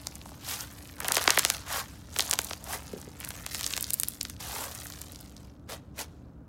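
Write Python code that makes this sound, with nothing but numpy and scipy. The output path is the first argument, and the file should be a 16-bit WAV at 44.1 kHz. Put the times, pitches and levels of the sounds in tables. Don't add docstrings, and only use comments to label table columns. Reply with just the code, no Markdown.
import sys
import numpy as np
from scipy import signal
from scipy.fft import rfft, irfft, next_fast_len
from scipy.io import wavfile
from scipy.ndimage import uniform_filter1d, map_coordinates

SR = 44100
rng = np.random.default_rng(int(sys.argv[2]) if len(sys.argv) > 2 else 0)


def transcribe(u):
    v = np.clip(np.atleast_2d(u).T, -1, 1)
    q = np.round(v * 32767).astype(np.int16)
    wavfile.write(sys.argv[1], SR, q)


N = 285768
MAX_PITCH_HZ = SR * 0.42


def amp(db):
    return 10 ** (np.asarray(db) / 20)


def unit(x):
    return x / np.sqrt(np.mean(x ** 2) + 1e-20)


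def along(points, hz):
    f, v = np.transpose(points)
    return np.interp(np.log(hz + 1), np.log(f + 1), v)


def curves(rows):
    s, *columns = np.transpose(rows)
    return [np.interp(np.arange(N) / SR, s, column) for column in columns]


def wobble(rate):
    knots = rng.standard_normal(int(N * rate / SR) + 4)
    return map_coordinates(knots, [np.arange(N) * rate / SR])


def filtered(x, response):
    m = next_fast_len(N + SR // 2)
    return irfft(rfft(x, m) * response(np.fft.rfftfreq(m, 1 / SR)), m)[:N]


def coloured(x, gains):
    return filtered(x, lambda hz: amp(along(gains, hz)))


def steady(x, size=1500):
    power = uniform_filter1d(uniform_filter1d(x ** 2, size), size)
    return x / np.sqrt(np.abs(power) + 1e-6 * np.mean(x ** 2))


def bursts(s, db, hz, life, glide=2.49, fade=0.004, size=260):
    t = np.arange(size) / SR
    cycles = glide * np.log1p(hz[:, None] * t / glide)
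    decay = np.exp(-cycles / life[:, None] - t / fade)
    onset = 1 - np.exp(-cycles / .5)
    shape = np.sin(2 * np.pi * cycles) * decay * onset
    gain = amp(db) * rng.choice([-1, 1], len(s))
    at = np.round(np.abs(s) * SR).astype(int)[:, None] + np.arange(size)
    return np.bincount(at.ravel(), (gain[:, None] * shape).ravel(), N)[:N]


def swarm(rate, hz, spread, scatter_db, life, size):
    count = int(rate * N / SR)
    pitch, strength, damping = rng.standard_normal((count, 3)).T
    pitch_hz = np.minimum(hz * np.exp(spread * pitch), MAX_PITCH_HZ)
    level_db = scatter_db * np.minimum(strength, 2.6)
    start_s = rng.uniform(0, N / SR, count)
    return bursts(start_s, level_db, pitch_hz, life * np.exp(.3 * damping), size=size)


def background(air_db=-49.0, waver=0.3):
    # frequency_hz, gain_db
    air_gains = [(20, -29), (42, -11), (55, 0.5), (120, -3.5), (160, -5), (280, -9), (380, -18), (560, -19),
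                 (900, -27.5), (1450, -30), (1900, -42), (4000, -58), (16000, -57)]
    # frequency_hz, rms level_db
    hum_lines = [(70, -58.5), (87, -60.5), (120, -62), (295, -62)]
    t = np.arange(N) / SR
    hum = np.zeros(N)
    for hz, db in hum_lines:
        hum += amp(db) * np.sqrt(2) * np.sin(2 * np.pi * hz * t + waver * wobble(5))
    return hum + amp(air_db) * unit(coloured(rng.standard_normal(N), air_gains))


def room(x):
    # frequency_hz, t60_s
    decay_times = [(200, 0.22), (2000, .27), (6000, 0.17), (15000, 0.069)]
    hz, t, z = signal.stft(rng.standard_normal(SR // 2), SR, nperseg=256)
    decay = amp(-60 * t / along(decay_times, hz)[:, None])
    tail = signal.istft(z * decay, SR, nperseg=256)[1]
    late = np.pad(x, (SR // 200, 0))
    return signal.fftconvolve(late, tail / np.linalg.norm(tail))[:N]


def bumps(attack=0.0018):
    # start_s, level_db
    lift_bumps = [(2.9348, -23), (2.963, -31), (2.974, -34), (3.076, -32.5)]
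    # frequency_hz, level_db, t60_s
    lump_modes = [(229, -1.5, 0.036), (409, -2, 0.045), (470, -4, 0.032)]
    out, t = np.zeros(N + SR), np.arange(SR // 8) / SR
    ring = sum(amp(db - 60 * t / t60) * np.sin(2 * np.pi * hz * t) for hz, db, t60 in lump_modes)
    ring = ring * (1 - np.exp(-t / attack))
    for s, db in lift_bumps:
        out[round(s * SR):][:len(t)] += amp(db) * ring
    return out[:N]


def counter(x, delay=.0022, drift=.35, bounce=0.33):
    late = delay * np.exp(drift * wobble(4)) * SR
    reflection = map_coordinates(x, [np.arange(N) - late])
    return (x + bounce * reflection) / np.hypot(1, bounce)


def patchy(x, depth_db):
    z = signal.stft(x, nperseg=256)[2]
    field = rng.standard_normal(z.shape)
    field = uniform_filter1d(uniform_filter1d(field, 7, 0), 5, 1)
    return signal.istft(z * amp(depth_db * unit(field)), nperseg=256)[1][:N]


def hollow(x, hollow_hz, width=0.85, leak=.3):
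    hz, t, z = signal.stft(x, SR, nperseg=256)
    ratio = (hz[:, None] + 1) / np.interp(t, np.arange(N) / SR, hollow_hz)
    resonance = 1 / (1 + 1j * (ratio - 1 / ratio) / width)
    return signal.istft(z * (leak + resonance), SR, nperseg=256)[1][:N]


def handwork():
    # full_effort_s, hold_s, fall_s, level_db, brightness_db, squelch_db, hollow_hz
    squeezes = [(0.0, 0.13, 0.43, -53.5, -4, -4, 1030), (0.262, .07, 0.22, -56, -2, -2, 1000),
                (0.7, 0.13, 0.9, -54, -1, -3, 1560), (1.056, 0.048, .055, -44, -2, 6.5, 1600),
                (1.159, 0.037, 0.28, -33, -4, -3, 1380), (1.298, .015, .12, -37, -6, 1.5, 1370),
                (1.454, 0.083, 0.14, -37, -6.5, -7.5, 1320), (2.193, 0.017, 0.24, -34.5, -3.5, -10, 920),
                (2.331, 0.0098, 0.032, -44, 2.5, 5, 910), (2.39, .11, 0.18, -44, -3, -7.5, 920),
                (2.805, 0.19, 0.52, -52.5, -4, -2.5, 1120), (3.22, .18, 0.29, -51.5, 0.5, 1, 1797),
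                (3.535, 0.21, 0.28, -39, -4, -12, 1710), (3.882, 0.24, 0.18, -49.5, 1.5, -14, 1600),
                (4.262, 0.04, 0.14, -51.5, -4, -12, 1500), (4.716, 0.17, 0.32, -47.5, -0.5, -5.5, 1385),
                (4.994, 0.19, 0.39, -53.5, -5, -7, 1060), (5.375, 0.066, 0.18, -60, -8, -3, 910)]
    # full_effort_s, hold_s, fall_s, level_db, brightness_db, squelch_db, hollow_hz, rise_s
    fizzes = [(0.5, 0.041, 0.054, -35.5, -2, -8.5, 1010, 0.098),
              (0.593, 0.032, 0.084, -42.5, -1, -5.5, 1110, 0.1),
              (1.337, 0.078, 0.17, -34.5, -9, -11, 1370, 0.18),
              (1.727, 0.072, .055, -35, -3, -0.5, 1160, 0.089), (1.837, .01, 0.6, -52, -5, -7.5, 1100, .05),
              (2.736, 0.01, 0.069, -39, 1.5, 2, 820, 0.12), (3.208, 0.039, .04, -58, -11, -6, 2800, 0.034),
              (4.405, 0.11, 0.2, -42, -3.5, -7, 890, 0.014), (4.561, 0.084, 0.13, -42, 1.6, 1, 920, 0.14),
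              (5.701, 0.035, 0.055, -42, -4, 0, 668, 0.022),
              (5.995, .02, 0.043, -37.5, -2, -3.5, 662, 0.035)]
    squeeze_rise_s = 0.088
    squeeze_share, fizz_share = 0.84, 0.32
    settle_db, settle_s = -23.5, 0.39
    rise_curve = 1.2
    dulling = .35

    t = np.arange(0, N / SR, .002)
    moves = [(*row, squeeze_rise_s, squeeze_share) for row in squeezes]
    moves += [(*row, fizz_share) for row in fizzes]
    s, hold, fall, db, bright_db, squelch_db, hollow_hz, rise, share = np.transpose(moves)[..., None]
    before, after = np.maximum(s - t, 0), np.maximum(t - s - hold, 0)
    swell_db = -20 * (before / rise) ** rise_curve
    release_db = np.maximum(-20 * after / fall, settle_db - 20 * after / settle_s)
    effort_db = swell_db + release_db
    power = amp(db + effort_db) ** 2 + 1e-16

    def level(offset_db):
        return 10 * np.log10((power * amp(offset_db) ** 2).sum(0) + 1e-16)

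    def blend(value):
        return (power * value).sum(0) / power.sum(0)

    sparkle_db = level(bright_db + dulling * effort_db)
    snap_share = np.clip(blend(share), 0, 1)
    return curves(np.transpose([t, level(0), sparkle_db, level(squelch_db), snap_share, blend(hollow_hz)]))


def strays(crackle_db, share, hz=11500, spread=.45, scatter_db=4, life=1.2):
    rate_per_s, over_crackle_db = 40, 21
    count = int(rate_per_s * N / SR)
    at = rng.integers(0, N, count)
    pitch, strength, damping = np.clip(rng.standard_normal((count, 3)), -2, 2).T
    effort_db = crackle_db[at] + 20 * np.log10(share[at] + 1e-6)
    level_db = effort_db + over_crackle_db + scatter_db * strength
    pitch_hz = np.minimum(hz * np.exp(spread * pitch), MAX_PITCH_HZ)
    return bursts(at / SR, level_db, pitch_hz, life * np.exp(.4 * damping))


def kneading(crackle_db, sparkle_db, squelch_db, share, hollow_hz):
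    # frequency_hz, gain_db
    squelch_gains = [(100, -30), (250, -3.5), (430, 7), (700, 3.5), (1400, -8.5), (2100, -10),
                     (3200, -15.5), (8000, -63)]
    crackle_gains = [(500, -49.5), (1400, -9.5), (2300, -10), (4000, -3.5), (6500, -4), (8500, -12),
                     (14000, -41.5)]
    sparkle_gains = [(2000, -47.5), (5500, -16.5), (7500, -10), (11000, -3.5), (14000, -0.5), (16000, -5)]
    fold_share = 0.55
    snaps = swarm(rate=800, hz=10850, spread=.55, scatter_db=6.5, life=1.6, size=160)
    snaps = patchy(snaps, depth_db=3.5)
    fizz = swarm(rate=4500, hz=9960, spread=0.697, scatter_db=4.0, life=2.8, size=90)
    fizz = patchy(fizz, depth_db=2.0)
    folds = swarm(rate=320, hz=1990, spread=0.54, scatter_db=4.5, life=1.76, size=260)

    def grain(gains):
        sparse = np.sqrt(share) * steady(coloured(snaps, gains))
        dense = np.sqrt(1 - share) * steady(coloured(fizz, gains))
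        return sparse + dense

    big = np.clip(fold_share * share, 0, 1)
    wet = np.sqrt(1 - big) * grain(squelch_gains) + np.sqrt(big) * steady(coloured(folds, squelch_gains))
    squelch = amp(squelch_db - 1.0) * steady(hollow(wet, hollow_hz))
    crackle = amp(crackle_db - 5) * grain(crackle_gains)
    sparkle = amp(sparkle_db) * grain(sparkle_gains)
    return squelch + crackle + sparkle


def lump(x, centre_hz=310, width_hz=170, body_db=7):
    def response(f):
        resonance = 1j * f * width_hz / (centre_hz ** 2 - f ** 2 + 1j * f * width_hz)
        return resonance / (1 + (f / 700) ** 2)
    return x + amp(body_db) * filtered(x, response)


def pops(scatter_db=-9, scatter_t60=0.0099, tick_gain_db=-21, lead_s=0.0014, growth_db=3, size=500):
    # start_s, level_db, starting pitch_hz, life_cycles
    air_pockets = [(0.0703, -1.5, 8700, 0.76), (0.0712, -23.5, 1140, 1), (0.2153, -22.5, 5200, 1.1),
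                   (0.2595, -23.5, 1330, 0.77), (0.3184, -30.5, 1410, 1.2), (1.0034, -6, 17300, 1.3),
                   (1.0056, -14, 2370, 1.2), (1.0456, -19.5, 15500, 8.1), (1.0833, 1, 17600, 1.5),
                   (1.0864, -14, 4500, 3), (1.107, -12, 1830, 0.88), (1.1143, -7.5, 1820, 0.88),
                   (1.121, 3, 13700, 1.56), (1.1682, -6, 14900, 6.4), (1.181, -13.5, 7900, 5.2),
                   (1.277, -3, 8600, 8.1), (1.2973, -2, 2580, 1.0), (1.3052, 4.5, 11200, 2),
                   (1.3754, -3.5, 3840, 3.5), (1.3877, 3, 17300, 1.7), (1.393, 2, 17400, 2.5),
                   (1.45, 0, 13800, 3.24), (1.501, 1, 14200, 2.35), (2.1637, -17.0, 7700, 4.1),
                   (2.1945, -4.5, 6740, 2.44), (2.3113, 3.5, 12300, 1.4), (2.3303, -11.5, 11400, 4.8),
                   (2.336, -0.5, 13800, 1.96), (2.3895, -4, 15000, 3.7), (2.5098, -20.5, 7360, 8.1),
                   (2.5331, -15.0, 9350, 2.75), (3.209, -25, 4600, 2), (3.2435, -21, 3530, 1.4),
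                   (3.248, -10, 17200, 1.6), (3.3057, -19, 17300, 3.7), (3.464, -13, 16900, 3.6),
                   (3.5468, -12, 16100, 3.3), (3.61, -12.5, 15200, 2.8), (3.6648, -1, 11100, 1.2),
                   (3.7658, -10.5, 17400, 2.7), (3.7768, -10.5, 12800, 3.2), (3.9052, -2.5, 17700, 1.64),
                   (4.0339, -0.5, 17500, 1.88), (4.2118, -2.0, 9000, 1.13), (4.2515, -14, 8400, 2.04),
                   (4.2985, -15.5, 17600, 2.3), (4.3654, -27, 6700, 1.2)]
    # start_s, level_db, starting pitch_hz
    bead_snaps = [(0.1553, -11, 12000), (0.608, -5.5, 9200), (1.1467, 3, 13600), (1.1549, 2, 7900),
                  (1.241, -1.5, 17400), (1.374, 0.5, 17300), (1.4607, -7, 8400), (2.1887, 5, 12200),
                  (2.2064, 5, 7200), (2.297, -3, 16300), (2.4168, -5.5, 14400), (2.4463, -3, 15500),
                  (2.642, -10, 14400), (3.0155, -14.5, 12000), (3.2029, -6.5, 17500), (3.2894, -3.5, 17300),
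                  (3.643, -2.5, 6900), (3.7368, -2, 5360), (3.8096, -0.5, 15400), (3.827, 3.5, 16300),
                  (3.8425, -4.5, 7600), (3.9354, 7, 16300), (3.9412, 8.5, 17300), (3.9994, 7.5, 15200),
                  (4.012, -6.5, 16800), (4.0848, 6.0, 17700), (4.2305, -2.5, 17300), (4.7502, -10, 13000),
                  (4.834, -15, 14400), (4.8692, -12, 12000), (4.9227, -15, 7360), (5.0163, -6.5, 14100),
                  (5.121, -13.5, 16700), (5.1592, -16, 7800), (5.21, -14, 17600), (5.3665, -20.0, 7900)]
    snap_cycles = 0.78
    out, t = np.zeros(N + size), np.arange(size) / SR
    events = air_pockets + [(*row, snap_cycles) for row in bead_snaps]
    for s, db, hz, life in events:
        direct = bursts(np.zeros(1), np.array([db]), np.array([hz]), np.array([life]))[:size]
        paths = rng.standard_normal(size) * amp(-60 * t / scatter_t60) * (1 - np.exp(-t / 0.00054))
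        echo = signal.fftconvolve(direct, paths / np.linalg.norm(paths))[:size]
        out[round(s * SR):][:size] += direct + amp(scatter_db) * echo

    s, db, hz, life = np.repeat(events, 3, axis=0).T
    lead, strength, pitch = rng.standard_normal((len(s), 3)).T
    tick_s = s - lead_s * np.exp(0.61 * lead)
    tick_db = db + tick_gain_db + growth_db * np.log2(life) + 3 * strength
    tick_hz = np.minimum(hz * np.exp(.3 * pitch), MAX_PITCH_HZ)
    return out[:N] + bursts(tick_s, tick_db, tick_hz, np.minimum(life, 1.2))


def scene():
    crackle_db, sparkle_db, squelch_db, share, hollow_hz = handwork()
    crunch = kneading(crackle_db, sparkle_db, squelch_db, share, hollow_hz) + strays(crackle_db, share)
    slime = lump(pops()) + counter(crunch) + bumps()
    return (slime + amp(-21) * room(slime) + background())[None]


def record(dry):
    cutoff_hz = 16100
    return filtered(dry[0], lambda hz: 1 / np.sqrt(1 + (hz / cutoff_hz) ** 160))[None]


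dry = scene()
out = record(dry)
transcribe(out)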